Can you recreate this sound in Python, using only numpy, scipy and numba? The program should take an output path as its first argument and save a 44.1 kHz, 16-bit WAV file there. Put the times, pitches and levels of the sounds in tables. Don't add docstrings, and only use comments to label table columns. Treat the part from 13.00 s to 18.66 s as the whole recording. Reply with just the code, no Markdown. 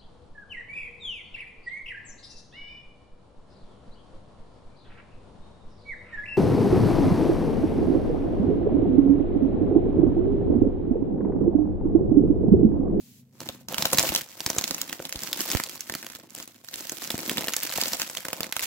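import sys
import numpy as np
from scipy import signal
from scipy.io import wavfile
from scipy.ndimage import uniform_filter1d
from numba import njit

SR = 44100
rng = np.random.default_rng(int(sys.argv[2]) if len(sys.argv) > 2 else 0)


def master_out(mix):
    frames = np.transpose(np.atleast_2d(mix))
    ceiling = np.clip(frames, -1, 1)
    pcm = np.round(ceiling * 32767).astype(np.int16)
    wavfile.write(sys.argv[1], SR, pcm)


N = 249606

# t/s, level/dB (RMS of the drone)
HUM_LEVEL = [(0, -54.5), (.2, -56.5), (.3, -60.5), (.65, -55), (1.2, -67), (5.66, -70)]
# f/Hz, width/Hz, level/dB
RUMBLE_MODES = [(122, 61, 7), (248, 21, 7.5), (397, 125, -6)]
# multiple of DRONE_HZ, level/dB
DRONE_HARMONICS = [(4, -5), (5, 0), (7, -3), (8, -3), (9, 0)]
# t/s, level/dB (RMS)
AIR_LEVEL = [(0, -54), (.2, -57), (.25, -77)]
# f/Hz, level/dB
FOIL_TONE = [(300, -5.5), (800, -4), (1500, 3), (3800, 3.5), (6700, 4.5), (7800, 4), (9000, -2.5),
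             (11000, 3), (12000, 2.5), (13500, 4.5), (15500, 3)]
# f/Hz, width/Hz, level/dB
BAG_MODES = [(135, 200, 3), (263, 160, 1), (525, 62, -4.5), (642, 64, -4.5), (886, 346, -3)]
# t/s, lowest level/dB, second level/dB
BAG_SLACK = [(0, 4, -26.5), (1.5, -8, -5.5), (4.2, -0.5, 5), (4.6, -14.5, -5.5), (5.66, -14, -8.5)]
# t/s, fine crackle level/dB, bag boom level/dB
HANDLING = [(0.3, -79, -80), (0.385, -63.5, -56), (0.42, -49, -46.5), (0.54, -55, -49), (0.675, -79, -70),
            (0.696, -46, -41), (0.99, -35, -34), (1.157, -35.5, -34.5), (1.268, -51.5, -56),
            (1.6, -42.5, -41.5), (2.03, -50, -50), (2.5, -38, -43), (2.87, -49.5, -57),
            (3.16, -48.5, -56.5), (3.282, -68.5, -62), (3.351, -45, -54), (3.62, -64, -68.5),
            (3.752, -44.5, -56.5), (4.008, -43.5, -55.5), (4.358, -39.5, -40), (4.61, -41, -48),
            (4.83, -34, -38), (5.21, -47, -49.5), (5.5, -47.5, -41.5), (5.66, -38, -50)]
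# t/s, peak level/dB, ring f/Hz, boom level/dB re the peak
SNAPS = [(0.4045, -20, 4740, -12), (0.4895, -12.5, 3130, -18), (0.686, -15, 5470, -16),
         (0.736, -25, 4500, -1), (0.7444, -10, 3020, -17.5), (0.7825, -5, 4140, -11.5),
         (0.824, -6, 4160, -9), (0.8548, -1.5, 3770, -16.5), (0.932, 1.5, 11200, -12.5),
         (0.947, -11, 4500, -22), (0.9742, -7.5, 7600, -23), (0.985, 5.5, 4200, -13),
         (0.9952, -1, 6600, -31), (1.0286, -7.5, 6600, -17), (1.0543, -14, 3400, -37),
         (1.0706, -12.5, 4500, -15), (1.0912, -7, 2930, -36), (1.1025, -36, 4500, -30),
         (1.1501, -1.5, 4860, -14.5), (1.1612, -3, 3600, -20), (1.211, -15, 3430, -29),
         (1.4054, -13.5, 4800, -11.5), (1.4633, -5.5, 6600, -16), (1.5017, -5, 6400, -10),
         (1.5645, -17.5, 7000, -16), (1.5843, -2.5, 6650, -24), (1.591, -17, 4050, -21),
         (1.612, -13, 5000, -11), (1.622, -20, 6000, -35), (1.6409, -6.5, 5100, -34),
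         (1.6785, -11.5, 6000, -30), (1.7098, -6, 4700, -18), (1.7462, -11, 5930, -18),
         (1.7816, -16, 1400, -26), (1.816, -6, 6200, -35), (1.831, -31, 6600, -38),
         (1.896, -18.5, 3020, -17), (1.9284, -8.5, 1900, -19), (2.0241, -22.5, 6120, -19),
         (2.053, -14.5, 3760, -16), (2.094, -15.5, 11200, -46), (2.126, -12, 6100, -29),
         (2.159, -14.5, 3850, -41), (2.1918, -22, 5300, -31), (2.235, -14.5, 6400, -31),
         (2.2743, -16, 3720, -26), (2.3305, -6, 3700, -36), (2.4008, -14, 6300, -12),
         (2.4065, -8.5, 5200, -27), (2.4157, -14.5, 9300, -37), (2.5025, -11.5, 4700, -11.5),
         (2.5157, -6.5, 7300, -43), (2.533, -16.5, 2500, -6), (2.5502, -10, 1100, -14),
         (2.572, -9.5, 3540, -24), (2.6, -10.5, 1840, -10), (2.6376, -12, 5650, -42),
         (2.6955, -19.5, 5800, -19), (2.757, -20.5, 1090, -19), (2.8076, -13.5, 6600, -44),
         (2.8979, -12, 1610, -14), (2.9228, -16, 4730, -17), (2.9399, -16, 1810, -19),
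         (2.9513, -11, 1370, -18), (3.0284, -19, 1710, -19), (3.0662, -18.5, 1820, -20),
         (3.101, -25, 4260, -13), (3.1508, -22, 4800, -14.5), (3.3057, -29.5, 7700, -33),
         (3.386, -24, 7000, -26), (3.401, -22.5, 4050, -16), (3.427, -21.5, 6050, -25),
         (3.477, -24, 9100, -17), (3.647, -27.5, 11200, -47), (3.6871, -20.5, 4000, -45),
         (3.711, -38, 8000, -25), (3.741, -15, 4000, -20), (3.7584, -18.5, 8500, -46),
         (3.896, -13, 7500, -26), (3.9206, -14, 7550, -16), (4.041, -19.5, 6000, -28),
         (4.1043, -8.5, 3600, -20), (4.18, -17.5, 9000, -22), (4.2961, -5.5, 2860, -20),
         (4.3724, -10.5, 2020, -25), (4.3816, -7.5, 3800, -11), (4.4432, -13, 2700, -10),
         (4.4835, -6, 1920, -14.5), (4.494, -17, 1200, -11), (4.5364, -9, 2840, -35),
         (4.5415, -11.5, 2100, -39), (4.566, -6, 7040, -20), (4.6328, -6, 11000, -25),
         (4.6726, -14, 8100, -30), (4.6947, -17, 4400, -11), (4.7764, -8, 10500, -22),
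         (4.8144, -3, 4900, -30), (4.8256, -14.5, 5950, -4.5), (4.8362, -10, 4230, -18),
         (4.8831, -11.5, 7200, -22), (4.9338, -7.5, 4900, -10), (4.947, -14, 6800, -21),
         (4.9982, -10, 5460, -15), (5.0185, -5.5, 4300, -23), (5.099, -17, 7600, -8.5),
         (5.1721, -10.5, 3300, -39), (5.2521, -12.5, 1680, -12), (5.2845, -11.5, 2200, -11.5),
         (5.3315, -6, 1090, -10), (5.4067, -8.5, 1060, -6), (5.432, -11, 4440, -13.5),
         (5.443, -16, 2000, -19), (5.525, -7, 2000, -32), (5.5663, -6.5, 1210, -25),
         (5.5945, -10, 2200, -30), (5.6249, -17, 8100, -9)]
# t/s, peak level/dB (nominal), f/Hz, left minus right level/dB
THUMPS = [(0.491, -37, 91, 1), (1.097, -28, 60.3, 27), (1.462, -25.5, 103, -36), (1.58, -22.5, 89.5, -36),
          (2.156, -33, 51.3, 0), (2.55, -11.5, 79, -43), (4.145, -32, 118, 3)]
# t/s, level/dB of the lower ring before decay, its f/Hz
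POPS = [(0.493, -25, 570), (0.948, -20, 222), (1.5645, -20.5, 530), (2.001, -20, 550), (4.1427, -16, 260),
        (4.7835, -13.5, 720), (5.406, -20, 660)]

DRONE_HZ, DRONE_BEAT_S = 26.4, 0.0085
SNAP_T60_S, BOOMY_LONGER = 0.0105, 0.1
SNAP_LEAD, SNAP_DAMP = 4.5, 0.42
SNAP_AFTER, SNAP_RING = 0.05, 0.45
FINE_T60_S = 0.002, 0.007
FLARE_DB, FLARE_BOOM_DB, FLARE_S = -30, -14, 0.008
POP_CYCLES = 0.8
POP_UPPER, POP_UPPER_DB = 2.51, -10.5
ROOM_T60_S, ROOM_DB = 0.21, -16.5
TOP_HZ = 17050


def undb(db):
    return 10 ** (np.asarray(db) / 20)


def level(x, db):
    return x * undb(db) / np.sqrt(np.mean(x ** 2))


def curve(s, values):
    return np.interp(np.arange(N) / SR, s, values)


def modes(x, table):
    out = 0
    for hz, width, db in table:
        out = out + undb(db) * signal.lfilter(*signal.iirpeak(hz, hz / width, fs=SR), x)
    return out


def colour(x, points):
    hz, db = np.transpose(points)
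    grid = np.linspace(0, SR / 2, 257)
    gain = undb(np.interp(np.log(grid + 1), np.log(hz), db))
    gain = gain * (grid < SR / 2 - 1)
    taps = signal.firwin2(255, grid, gain, fs=SR)
    return signal.fftconvolve(x, taps[None], mode="same", axes=1)


def hum():
    mid, side = rng.standard_normal((2, N))
    rumble = mid + 0.32 * side * np.array([[1], [-1]])
    rumble = modes(modes(rumble, RUMBLE_MODES), RUMBLE_MODES)
    turn = 2 * np.pi * DRONE_HZ * (np.arange(N) / SR - DRONE_BEAT_S)
    drone = np.zeros(N)
    for k, db in DRONE_HARMONICS:
        smear = 0.13 * (k - 6) ** 2
        drone -= undb(db) * np.cos(k * turn + smear)
    return (level(rumble, -2) + level(drone, 0)) * undb(curve(*np.transpose(HUM_LEVEL)))


def air():
    highpass = signal.butter(2, 2500, "high", fs=SR)
    hiss = signal.lfilter(*highpass, rng.standard_normal((2, N)))
    return level(colour(hiss, FOIL_TONE), 0) * undb(curve(*np.transpose(AIR_LEVEL)))


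@njit
def bursts(start, hz, fall, gain, lag, ticks, damp, wide, ring, rise, after):
    length = ticks.shape[1]
    margin = 16
    out = np.zeros((2, length + 64))
    one = np.zeros((2, length))
    for e in range(len(start)):
        g = np.tan(np.pi * hz[e] / SR)
        slow = fall[e] ** .2
        top = 1e-9
        n = 0
        for c in range(2):
            band, low = 0., 0.
            main, tail, onset = 1., after, 1.
            n = 0
            while main + tail > 2e-3 and start[e] + n < length:
                onset *= rise
                i = start[e] + n
                tick = (1 - wide) * ticks[0, i] + wide * ticks[1 + c, i]
                x = (main + tail) * (1 - onset) * tick
                v = (band + g * (x - low)) / (1 + g * (g + damp))
                band, low = 2 * v - band, low + 2 * g * v
                one[c, n] = (1 - ring) * x + ring * v
                top = max(top, abs(one[c, n]))
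                main *= fall[e]
                tail *= slow
                n += 1
        for c in range(2):
            i = start[e] + margin + (lag[e] if c == 0 else 0)
            out[c, i:i + n] += gain[c, e] / top * one[c, :n]
    return out[:, margin:margin + length]


def creases(s, hz, t60, db, pan_db, spiky_db, damp, wide, ring, rise_s, after, lead):
    ticks = rng.standard_normal((3, N)) * undb(spiky_db * rng.standard_normal(N))
    lag = rng.integers(-6, 3, len(s))
    first = (s * SR).astype(int).clip(0, N - 1)
    ticks[:, first] += lead * np.sign(ticks[0, first]) * ticks.std()
    gain = undb(db + np.array([pan_db, -pan_db]) / 2)
    fall = np.exp(-np.log(1000) / (np.clip(t60, .002, .2) * SR))
    rise = np.exp(-1 / (rise_s * SR))
    wide, ring, after = np.clip([wide, ring, after], 0, 1)
    start = ((s - 2 * rise_s) * SR).astype(np.int64).clip(0, N)
    hz = np.clip(hz, 100, 16000)
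    return bursts(start, hz, fall, gain, lag, ticks, damp, wide, ring, rise, after)


def bag(x):
    s, *deep_db = np.transpose(BAG_SLACK)
    x = signal.lfilter(*signal.butter(2, 70, "high", fs=SR), x)
    out = modes(x, BAG_MODES[2:])
    for mode, db in zip(BAG_MODES, deep_db):
        out = out + modes(x, [mode]) * undb(curve(s, db))
    return out


def flare(db):
    kick = np.zeros(N)
    kick[(np.array(SNAPS)[:, 0] * SR).astype(int)] = undb(db)
    return signal.lfilter([1], [1, -np.exp(-1 / (FLARE_S * SR))], kick)


def rustle(count):
    s, fine_db, boom_db = np.transpose(HANDLING)
    when, tone, size, side, last = rng.random((count, 5)).T
    folds = rng.random(count // 12) * N / SR
    lone = side > .15
    clustered = np.resize(folds, count) - 0.0074 * np.log(1 - when)
    when = np.where(lone, when * N / SR, clustered)
    size_db = -4.0 * np.log(size + .05)
    pan_db = -2.2 + 13.6 * (last - .5)
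    fine = creases(when, 1500 * 10.06 ** tone, FINE_T60_S[0] + FINE_T60_S[1] * last, size_db, pan_db,
                   spiky_db=5.0, damp=0.6, wide=0.5, ring=0.5, rise_s=.0002, after=0.05, lead=2.5)
    few = slice(0, count // 2)
    dull = creases(when[few], 200 * 3.06 ** tone[few], 0.0073 + 0.0034 * last[few],
                   size_db[few] / 2, 0.081 * pan_db[few],
                   spiky_db=3.5, damp=0.48, wide=0.2, ring=0.77, rise_s=0.00036, after=0.15, lead=0.98)

    hold = SR // 40
    grip = np.repeat(rng.standard_normal(N // hold + 1), hold)[:N]
    grip = uniform_filter1d(grip, hold // 2)
    skin = rng.standard_normal((2, N))
    fine = level(fine, 0) + level(skin * undb(5 * grip), -2)
    push = level(dull, 0) + level(skin + skin.mean(axis=0), -2.4)
    boom = level(bag(push), 0)

    snap_db, snap_boom_db = np.array(SNAPS)[:, 1], np.array(SNAPS)[:, 3]
    fine_gain = undb(curve(s, fine_db))
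    boom_gain = undb(curve(s, boom_db)) + flare(snap_db + snap_boom_db + FLARE_BOOM_DB)
    hiss = skin * flare(snap_db + FLARE_DB)
    return colour(fine * fine_gain + hiss, FOIL_TONE) + boom * boom_gain


def snaps():
    s, db, hz, boom_db = np.transpose(SNAPS)
    t60 = SNAP_T60_S * undb(BOOMY_LONGER * (boom_db + 20))
    pan_db = -2.5 + 2 * rng.standard_normal(len(s))
    crack = creases(s, hz, t60, db, pan_db, spiky_db=1.0, damp=SNAP_DAMP, wide=0.16, ring=SNAP_RING,
                    rise_s=0.00048, after=SNAP_AFTER, lead=SNAP_LEAD)
    push = np.zeros((2, N))
    push[:, (s * SR).astype(int)] = -undb(db + boom_db + 25.5)
    push = signal.lfilter(*signal.butter(1, [70, 1200], "band", fs=SR), push)
    return colour(crack, FOIL_TONE) + bag(push)


def thumps():
    out = np.zeros((2, N + SR))
    t = np.arange(SR // 10) / SR
    suck = 4.8 * np.exp(-t / 0.00045) * (1 - np.exp(-t / 0.00028))
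    for s, db, hz, pan_db in THUMPS:
        swing = 1.68 * np.exp(-t * hz * 2.4) * np.sin(2 * np.pi * hz * t)
        port_db = db + np.minimum([[pan_db], [-pan_db]], 0)
        i = int(s * SR)
        out[:, i:i + len(t)] += undb(port_db) * (swing - suck)
    return out[:, :N]


def pops():
    out = np.zeros(N + SR)
    t = np.arange(SR // 20) / SR
    for s, db, hz in POPS:
        lower = np.sin(2 * np.pi * hz * t)
        upper = undb(POP_UPPER_DB) * np.sin(2 * np.pi * POP_UPPER * hz * t)
        i = int(s * SR)
        out[i:i + len(t)] -= undb(db) * np.exp(-t * hz / POP_CYCLES) * (lower + upper)
    return signal.lfilter(*signal.butter(2, 80, "high", fs=SR), out[:N])


def room(x):
    t = np.arange(int(.3 * SR)) / SR
    decay = np.exp(-np.log(1000) * t / ROOM_T60_S) * (t > .003)
    tail = rng.standard_normal((2, len(t))) * decay
    tail = signal.lfilter(*signal.butter(1, 6000, fs=SR), tail)
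    tail = tail / np.sqrt(np.sum(tail ** 2, axis=1, keepdims=True))
    return undb(ROOM_DB) * signal.fftconvolve(x, tail, axes=1)[:, :N]


def scene():
    foil = rustle(count=1600) + snaps() + pops()
    return hum() + air() + foil + room(foil) + thumps()


def record(dry):
    x = signal.sosfilt(signal.butter(2, 30, "high", fs=SR, output="sos"), dry)
    x = 0.85 * np.tanh(x / 0.85)
    x = signal.sosfilt(signal.ellip(7, .3, 24, 15800, fs=SR, output="sos"), x)
    return signal.sosfilt(signal.cheby2(24, 90, TOP_HZ, fs=SR, output="sos"), x)


dry = scene()
out = record(dry)
master_out(out)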